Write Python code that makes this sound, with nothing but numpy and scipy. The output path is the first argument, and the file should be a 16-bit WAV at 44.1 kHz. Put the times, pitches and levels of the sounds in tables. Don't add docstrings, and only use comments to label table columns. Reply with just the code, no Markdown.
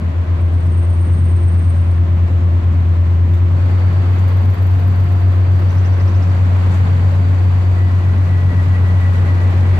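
import sys
import numpy as np
from scipy import signal
from scipy.io import wavfile
from scipy.ndimage import uniform_filter1d

SR = 44100
rng = np.random.default_rng(int(sys.argv[2]) if len(sys.argv) > 2 else 0)


def store_pcm(level_fs):
    pcm = np.round(np.clip(level_fs, -1, 1) * 32767).astype(np.int16)
    wavfile.write(sys.argv[1], SR, np.atleast_2d(pcm).T)


def convert_level_to_amplitude(level_db):
    exponent = np.asarray(level_db, float) / 20
    return 10 ** exponent


N = 431738


def clock():
    return np.arange(N) / SR


def read(points, hz):
    f, value = np.transpose(points)
    return np.interp(np.log(hz + 1), np.log(f + 1), value)


def curves(rows):
    s, *columns = np.transpose(rows)
    return [np.interp(clock(), s, column) for column in columns]


def evened(x):
    return x / np.sqrt(np.mean(np.abs(x) ** 2) + 1e-20)


def drift(rate):
    steps = rng.standard_normal(int(N / SR * 40) + 8)
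    smooth = signal.lfilter([1], [1, -np.exp(-rate / 7)], steps)
    return evened(np.interp(clock() * 40, np.arange(len(steps)), smooth))


def swell(start, end, rise, fall, db=0):
    t = clock()
    fade_in = np.clip((t - start) / rise, 0, 1)
    fade_out = np.clip((end - t) / fall, 0, 1)
    return convert_level_to_amplitude(db) * (fade_in * fade_out) ** 1.4


def bells(rows, height=lambda v: v):
    return sum(height(v) * np.exp(-.5 * ((clock() - s) / w) ** 2) for s, v, w in rows)


def panned(x, pan_db):
    return x * convert_level_to_amplitude(np.multiply.outer([.5, -.5], pan_db * np.ones(N)))


def fuzzy(hz, width):
    r = np.exp(-np.pi * width / SR)
    z = rng.standard_normal((2, N)) + 1j * rng.standard_normal((2, N))
    z = signal.lfilter([1], [1, -2 * r, r * r], z)
    carrier = np.exp(2j * np.pi * np.cumsum(hz * np.ones(N)) / SR)
    return evened((z * carrier).real)


def wash(spectrum, size, patchy_db, flicker_db):
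    # frequency in Hz, left-right likeness from -1 to 1.
    likeness = [(25, .97), (60, .997), (140, .99), (210, .97), (330, .7), (500, .55), (770, .36),
                (1200, -.14), (1800, -.15), (2700, 0), (15700, 0)]
    # frequency in Hz, left minus right in dB.
    lean = [(60, 1.5), (110, 1.5), (200, 0.5), (380, 0.0), (700, 1.5), (1290, 1.0), (2380, 0.5),
            (4400, 0.5), (8120, -1.0), (15000, 1.5)]
    frames, hz = 4 * N // size + 5, np.fft.rfftfreq(size, 1 / SR)
    a, b, c, d, patches = rng.standard_normal((frames, len(hz), 5)).T
    patches = uniform_filter1d(patches, size=10, axis=0)
    patches = evened(uniform_filter1d(patches, size=12, axis=1))
    flicker = evened(uniform_filter1d(rng.standard_normal(frames), size=5))
    same = np.clip(read(likeness, hz), -1, 1)[:, None]
    left = a + 1j * b
    right = same * left + np.sqrt(1 - same ** 2) * (c + 1j * d)
    f, _ = np.transpose(spectrum)
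    level_db = read(spectrum, hz) - 60 * ((hz < f[0]) | (hz > f[-1]))
    z = np.array([left, right]) * convert_level_to_amplitude(level_db[:, None] + patchy_db * patches + flicker_db * flicker)
    z *= convert_level_to_amplitude(np.multiply.outer([.5, -.5], read(lean, hz)))[..., None]
    return evened(signal.istft(z, nperseg=size, noverlap=size * 3 // 4)[1][:, :N])


def shaft_turns():
    # time in seconds, speed in turns per second.
    shaft_speed = [(0.0, 7.88), (1.2, 8.62), (2.8, 10.44), (4.4, 11.56), (5.2, 12.47), (6.0, 13.26),
                   (7.0, 14.8), (8.0, 15.13), (9.0, 16.07), (9.79, 16.04)]
    return np.cumsum(curves(shaft_speed)[0]) / SR + .037


def touches(lobes):
    u = shaft_turns()
    return sum(g * np.exp(-.5 * (((u - at + .5) % 1 - .5) / w) ** 2) for at, w, g in lobes)


def struck(lobes, spread_db):
    u, out = shaft_turns(), 0
    for at, w, g in lobes:
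        force = convert_level_to_amplitude(spread_db * rng.standard_normal(200))[(u - at + 1).astype(int)]
        since = (u - at) % 1
        out = out + g * force * (1 - np.exp(-since / 0.01)) * np.exp(-since / w)
    return out


def engines():
    # time in seconds, near firing rate in Hz, far firing rate in Hz.
    firing = [(0.0, 82.56, 90.0), (0.3, 84.84, 92.86), (0.7, 85.83, 94.8), (1.2, 86.71, 95.58),
              (2.0, 86.54, 95.63), (2.7, 86.48, 95.47), (3.05, 86.01, 95.12), (3.3, 87.33, 96.95),
              (3.6, 89.98, 99.48), (3.9, 91.37, 99.83), (4.3, 92.06, 99.78), (5.0, 92.1, 99.79),
              (5.8, 91.85, 99.58), (6.6, 91.61, 99.58), (7.4, 91.63, 99.38), (8.2, 91.44, 99.4),
              (9.0, 91.21, 99.17), (9.79, 91.23, 99.17)]
    start_rad = (1.5, 4.75)
    # sixths of the firing rate, level re firing tone in dB, unsteadiness in dB.
    orders = [(3, -33, -0.5), (4, -29.5, 2.5), (5, -23.5, 1.5), (7, -32.5, 1.5), (9, -31.5, 6),
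              (12, -28, 2)]
    # time in seconds, depth in dB, half length in seconds.
    sags = [
        (2.29, 3, 0.022),
        (2.613, 4.5, 0.022),
        (4.565, 7.5, 0.022),
        (8.53, 7.5, 0.005),
    ]
    t = clock()
    near, far = (2 * np.pi * np.cumsum(hz) / SR + p for hz, p in zip(curves(firing), start_rad))
    near_db = -11 - 9 * np.exp(-t / 0.4) - bells(sags)
    far_db = -22.5 - .4 * t
    boom = convert_level_to_amplitude(near_db + .6 * drift(4)) * np.cos(near)
    boom += convert_level_to_amplitude(far_db + 1.3 * drift(3)) * np.cos(far)
    for sixths, db, wander_db in orders:
        level = convert_level_to_amplitude(near_db + db + wander_db * drift(3.6))
        boom += level * np.cos(sixths * near / 6 + 0.99 * drift(1.0))
    boom -= convert_level_to_amplitude(near_db - 35.5 + 2.0 * drift(2)) * np.cos(3 * near)
    late = np.r_[np.full(10, boom[0]), boom[:-10]]
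    return np.sqrt(2) * panned(np.array([late, boom]), 1.7)


def body_rumble(effort_db):
    # frequency in Hz, level in dB per Hz.
    rumble = [(18, -17), (30, -8), (45, -5), (56, -7), (70, -1.5), (88, -4), (105, -2.5), (140, 0),
              (200, -5), (280, -13), (400, -30)]
    return convert_level_to_amplitude(-28.5 + 0.54 * effort_db) * wash(rumble, size=4096, patchy_db=0.8, flicker_db=1.3)


def wheel_roar(effort_db, gusts_db):
    # frequency in Hz, level in dB per Hz.
    roar = [(250, -9.5), (420, -0.5), (650, -3.5), (1050, -3), (1350, -6.5), (2000, -9), (3000, -18),
            (4600, -27.5), (5200, -46)]
    knocks = [(.82, 0.041, 1)]
    knock_db = 1.2 * swell(2.6, 11, .5, .5) * touches(knocks)
    level_db = -38 + effort_db + 0.21 * gusts_db + knock_db
    return convert_level_to_amplitude(level_db) * wash(roar, size=512, patchy_db=0.55, flicker_db=0.53)


def air_rush(effort_db, gusts_db):
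    # frequency in Hz, level in dB per Hz.
    rush = [(2500, -12.5), (4000, 1.5), (5200, -3.5), (8200, -7.5), (8800, -13), (12000, -14), (13400, -16),
            (15700, -21.5)]
    pulses = [(.45, 0.04, 0.93), (.96, 0.054, .7)]
    level_db = -57.5 + 0.55 * effort_db + 0.4442 * clock() + .6 * gusts_db
    level_db = level_db + 1.8 * touches(pulses)
    return convert_level_to_amplitude(level_db) * wash(rush, size=512, patchy_db=-0.1, flicker_db=0.54)


def drone():
    # frequency in Hz, level in dB per Hz.
    machinery = [(180, -28.5), (260, -2.5), (420, -13.5), (620, -9.5), (800, -26.5), (1040, -14),
                 (1300, -21), (2100, -24.5), (3500, -32.5), (4700, -43.5), (8200, -50), (8900, -62.5),
                 (13000, -57), (15700, -63)]
    return convert_level_to_amplitude(-35.5) * wash(machinery, size=1024, patchy_db=-0.27, flicker_db=-0.16)


def running():
    # time in seconds, rise over the start in dB.
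    effort = [(0, -0.5), (3.25, 1.2), (3.5, 2.5), (3.62, 4.5), (4.3, 5.5), (4.6, 4), (5.45, 4.5),
              (6.25, 5.5), (6.65, 8), (6.85, 7.5), (7.1, 5.5), (7.6, 5.5), (7.7, 4), (8.4, 4.5), (8.83, 6),
              (9.79, 8.5)]
    effort_db, gusts_db = curves(effort)[0], drift(8.8)
    return body_rumble(effort_db) + drone() + wheel_roar(effort_db, gusts_db) + air_rush(effort_db, gusts_db)


def flange():
    # time in seconds, level in dB, half length in seconds.
    beads = [(7.82, -46, .04), (8.11, -47, 0.022), (8.36, -43, .05), (8.51, -35.5, 0.013),
             (8.595, -34, .017), (8.75, -35, 0.016), (8.89, -41, .03), (9.05, -35.5, .025),
             (9.16, -39.5, 0.017), (9.3, -36.5, .03), (9.42, -43, .03), (9.76, -44, 0.022)]
    note_hz = 1950
    turn = 2 * np.pi * np.cumsum(note_hz + 15 * drift(14)) / SR
    note = np.array([np.cos(turn), np.cos(turn + 1.7)]) + .45 * fuzzy(note_hz, 150)
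    bed = swell(7.5, 12, 0.3, 0.37, db=-45.5)
    return panned((bed + bells(beads, convert_level_to_amplitude)) * note, 1.5)


def shaft_part(spells, sound, lean_db):
    return panned(sum(swell(*row) for row in spells) * evened(sound), lean_db)


def shaft_squeal():
    # frequency in Hz, width in Hz, level in dB.
    squeal_notes = [(8565, 110, 0), (8735, 45, -7)]
    presses = [(.39, 0.068, 1), (.7, 0.055, 0.3), (.92, 0.079, 0.39)]
    # start, end, rise and fall in seconds, level in dB.
    spells = [
        (.35, 2.03, 0.0285, .05, -64.5),
        (.42, 2.07, .4, 0.42, -54.5),
    ]
    squeal = sum(convert_level_to_amplitude(db) * fuzzy(hz, w) for hz, w, db in squeal_notes)
    return shaft_part(spells, squeal * (0.65 + touches(presses)), lean_db=-3)


def shaft_ticks():
    hits = [(.4, .12, 1), (.91, .12, .8)]
    # start, end, rise and fall in seconds, level in dB.
    spells = [
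        (3.92, 4.0, .02, .04, -63.5),
        (4.04, 5.6, .08, .7, -62),
        (5.48, 5.82, .04, .1, -63.5),
        (3.95, 11, .1, .1, -70.5),
    ]
    ring = fuzzy(12850, 400) + .8 * fuzzy(13450, 450) + .6 * fuzzy(14150, 450)
    ring = ring + .7 * fuzzy(11500, 2500) + .4 * fuzzy(15200, 1200)
    return shaft_part(spells, ring * (.1 + struck(hits, 3)), lean_db=1)


def shaft_chirps():
    # start, end, rise and fall in seconds, level in dB.
    spells = [
        (5.64, 6.45, .06, .22, -57.5),
        (5.45, 6.65, .15, .2, -64),
    ]
    since = (shaft_turns() - .68) % 1
    glide_hz = 4950 + 150 * drift(8) + 1250 * np.minimum(since / .22, 1)
    chirp = fuzzy(glide_hz, 400) * struck([(.68, .2, 1)], 1.5)
    ring = fuzzy(5800, 800) * (.1 + struck([(.8, .3, .35)], 1))
    return shaft_part(spells, chirp + ring, lean_db=-3)


def joints():
    # time in seconds, clank, clatter and rattle levels in dB, decay in seconds.
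    jolts = [
        (3.337, -37.5, -45.5, -48, .004),
        (3.346, -56, -58, -58.5, .025),
        (4.184, -52, -48, -59, .007),
        (4.195, -53.5, -55.5, -61, .02),
        (4.534, -46, -56.5, -62, .008),
        (6.061, -57, -61.5, -65.5, .03),
        (6.712, -58, -50, -62.5, .03),
        (6.74, -53, -49, -61.5, .035),
    ]
    clank = np.cos(2 * np.pi * 3550 * clock()) + .6 * fuzzy(3500, 900)
    clatter = fuzzy(7000, 2800)
    rattle = fuzzy(11400, 1000) + .7 * fuzzy(14000, 3500)
    out = np.zeros((2, N))
    for s, clank_db, clatter_db, rattle_db, decay_s in jolts:
        u = np.maximum(clock() - s, 0)
        shake = convert_level_to_amplitude(clank_db) * clank + convert_level_to_amplitude(clatter_db) * clatter + convert_level_to_amplitude(rattle_db) * rattle
        out += (1 - np.exp(-u / .001)) * np.exp(-u / decay_s) * shake
    return out


def fan_hum():
    # harmonic number, level in dB, left phase lead in radians, left minus right in dB.
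    harmonics = [(1, -1, -0.5, -1.8), (2, -13.5, -2.1, 1.5), (3, -14.5, -3, 1.5)]
    # time in seconds, depth in dB, half length in seconds.
    slips = [
        (0, 3, 0.43),
        (4.65, 3, 0.27),
        (5.9, 2, 0.09),
        (6.95, 5, .33),
        (8.85, 8, 0.22),
        (9.79, 1.5, 0.24),
    ]
    # start in seconds, end in seconds, lift in dB.
    octave_swells = [
        (4.4, 5.56, 4),
        (4.5, 8.8, 5),
    ]
    t, slip_db = clock(), bells(slips)
    fan_db = -34 - 0.06 * t - slip_db
    apart = 1.3 + 0.46 * slip_db
    octave_db = sum(db * swell(s, e, 0.32, .4) for s, e, db in octave_swells)
    turn = 2 * np.pi * np.cumsum(349.7 + .3 * t + .7 * drift(5.1)) / SR
    hum = 0
    for k, db, lead, pan_db in harmonics:
        ears = [np.cos(k * turn + p + .35 * drift(3)) * convert_level_to_amplitude(1.6 * drift(3)) for p in (lead + apart, 0)]
        level_db = fan_db + db + (k == 2) * octave_db
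        hum = hum + panned(convert_level_to_amplitude(level_db) * np.array(ears), pan_db)
    return hum


def panel_whines():
    # frequency in Hz, width in Hz, start in seconds, end in seconds, level in dB.
    panels = [(624, 6.4, -1.5, 5.3, -53), (1140, 5.6, 2.3, 4.4, -57), (551, 8, 5, 5.7, -49),
              (565, 7, 5.5, 8.1, -44), (570, 26, 10, 11, -51.5), (1322, 8, 1, 6.9, -54),
              (4160, 60, .8, 3.6, -69.5), (1546, 9, 3.5, 4.4, -52.5), (1550, 6.4, 4.55, 6.6, -51),
              (1570, 12, 9, 11, -57), (8060, 86, -2, 11, -78), (4440, 190, -0.5, 3.6, -69.5),
              (4500, 130, 3.4, 4.3, -58.5), (4590, 160, 3.5, 8.2, -58), (4500, 190, 6.5, 11, -63.5),
              (13300, 120, 2.5, 11, -79), (7300, 1600, 6, 8.2, -64)]
    return sum(swell(s, e, 0.22, 0.41, db) * fuzzy(hz, w) for hz, w, s, e, db in panels)


def scene():
    shaft = shaft_squeal() + shaft_ticks() + shaft_chirps()
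    return engines() + running() + flange() + shaft + joints() + fan_hum() + panel_whines()


def band_limit(x):
    return signal.sosfilt(signal.butter(12, 15710, fs=SR, output="sos"), x)


def record(dry):
    power_db = 10 * np.log10(abs(uniform_filter1d((dry ** 2).mean(0), size=700)) + 1e-9)
    over_db = uniform_filter1d(np.maximum(power_db + 13, 0), size=400)
    limited = dry * convert_level_to_amplitude(0.58 - 0.23 * over_db)
    ceiling = 1.05
    return band_limit(ceiling * np.tanh(limited / ceiling))


dry = scene()
out = record(dry)
store_pcm(out)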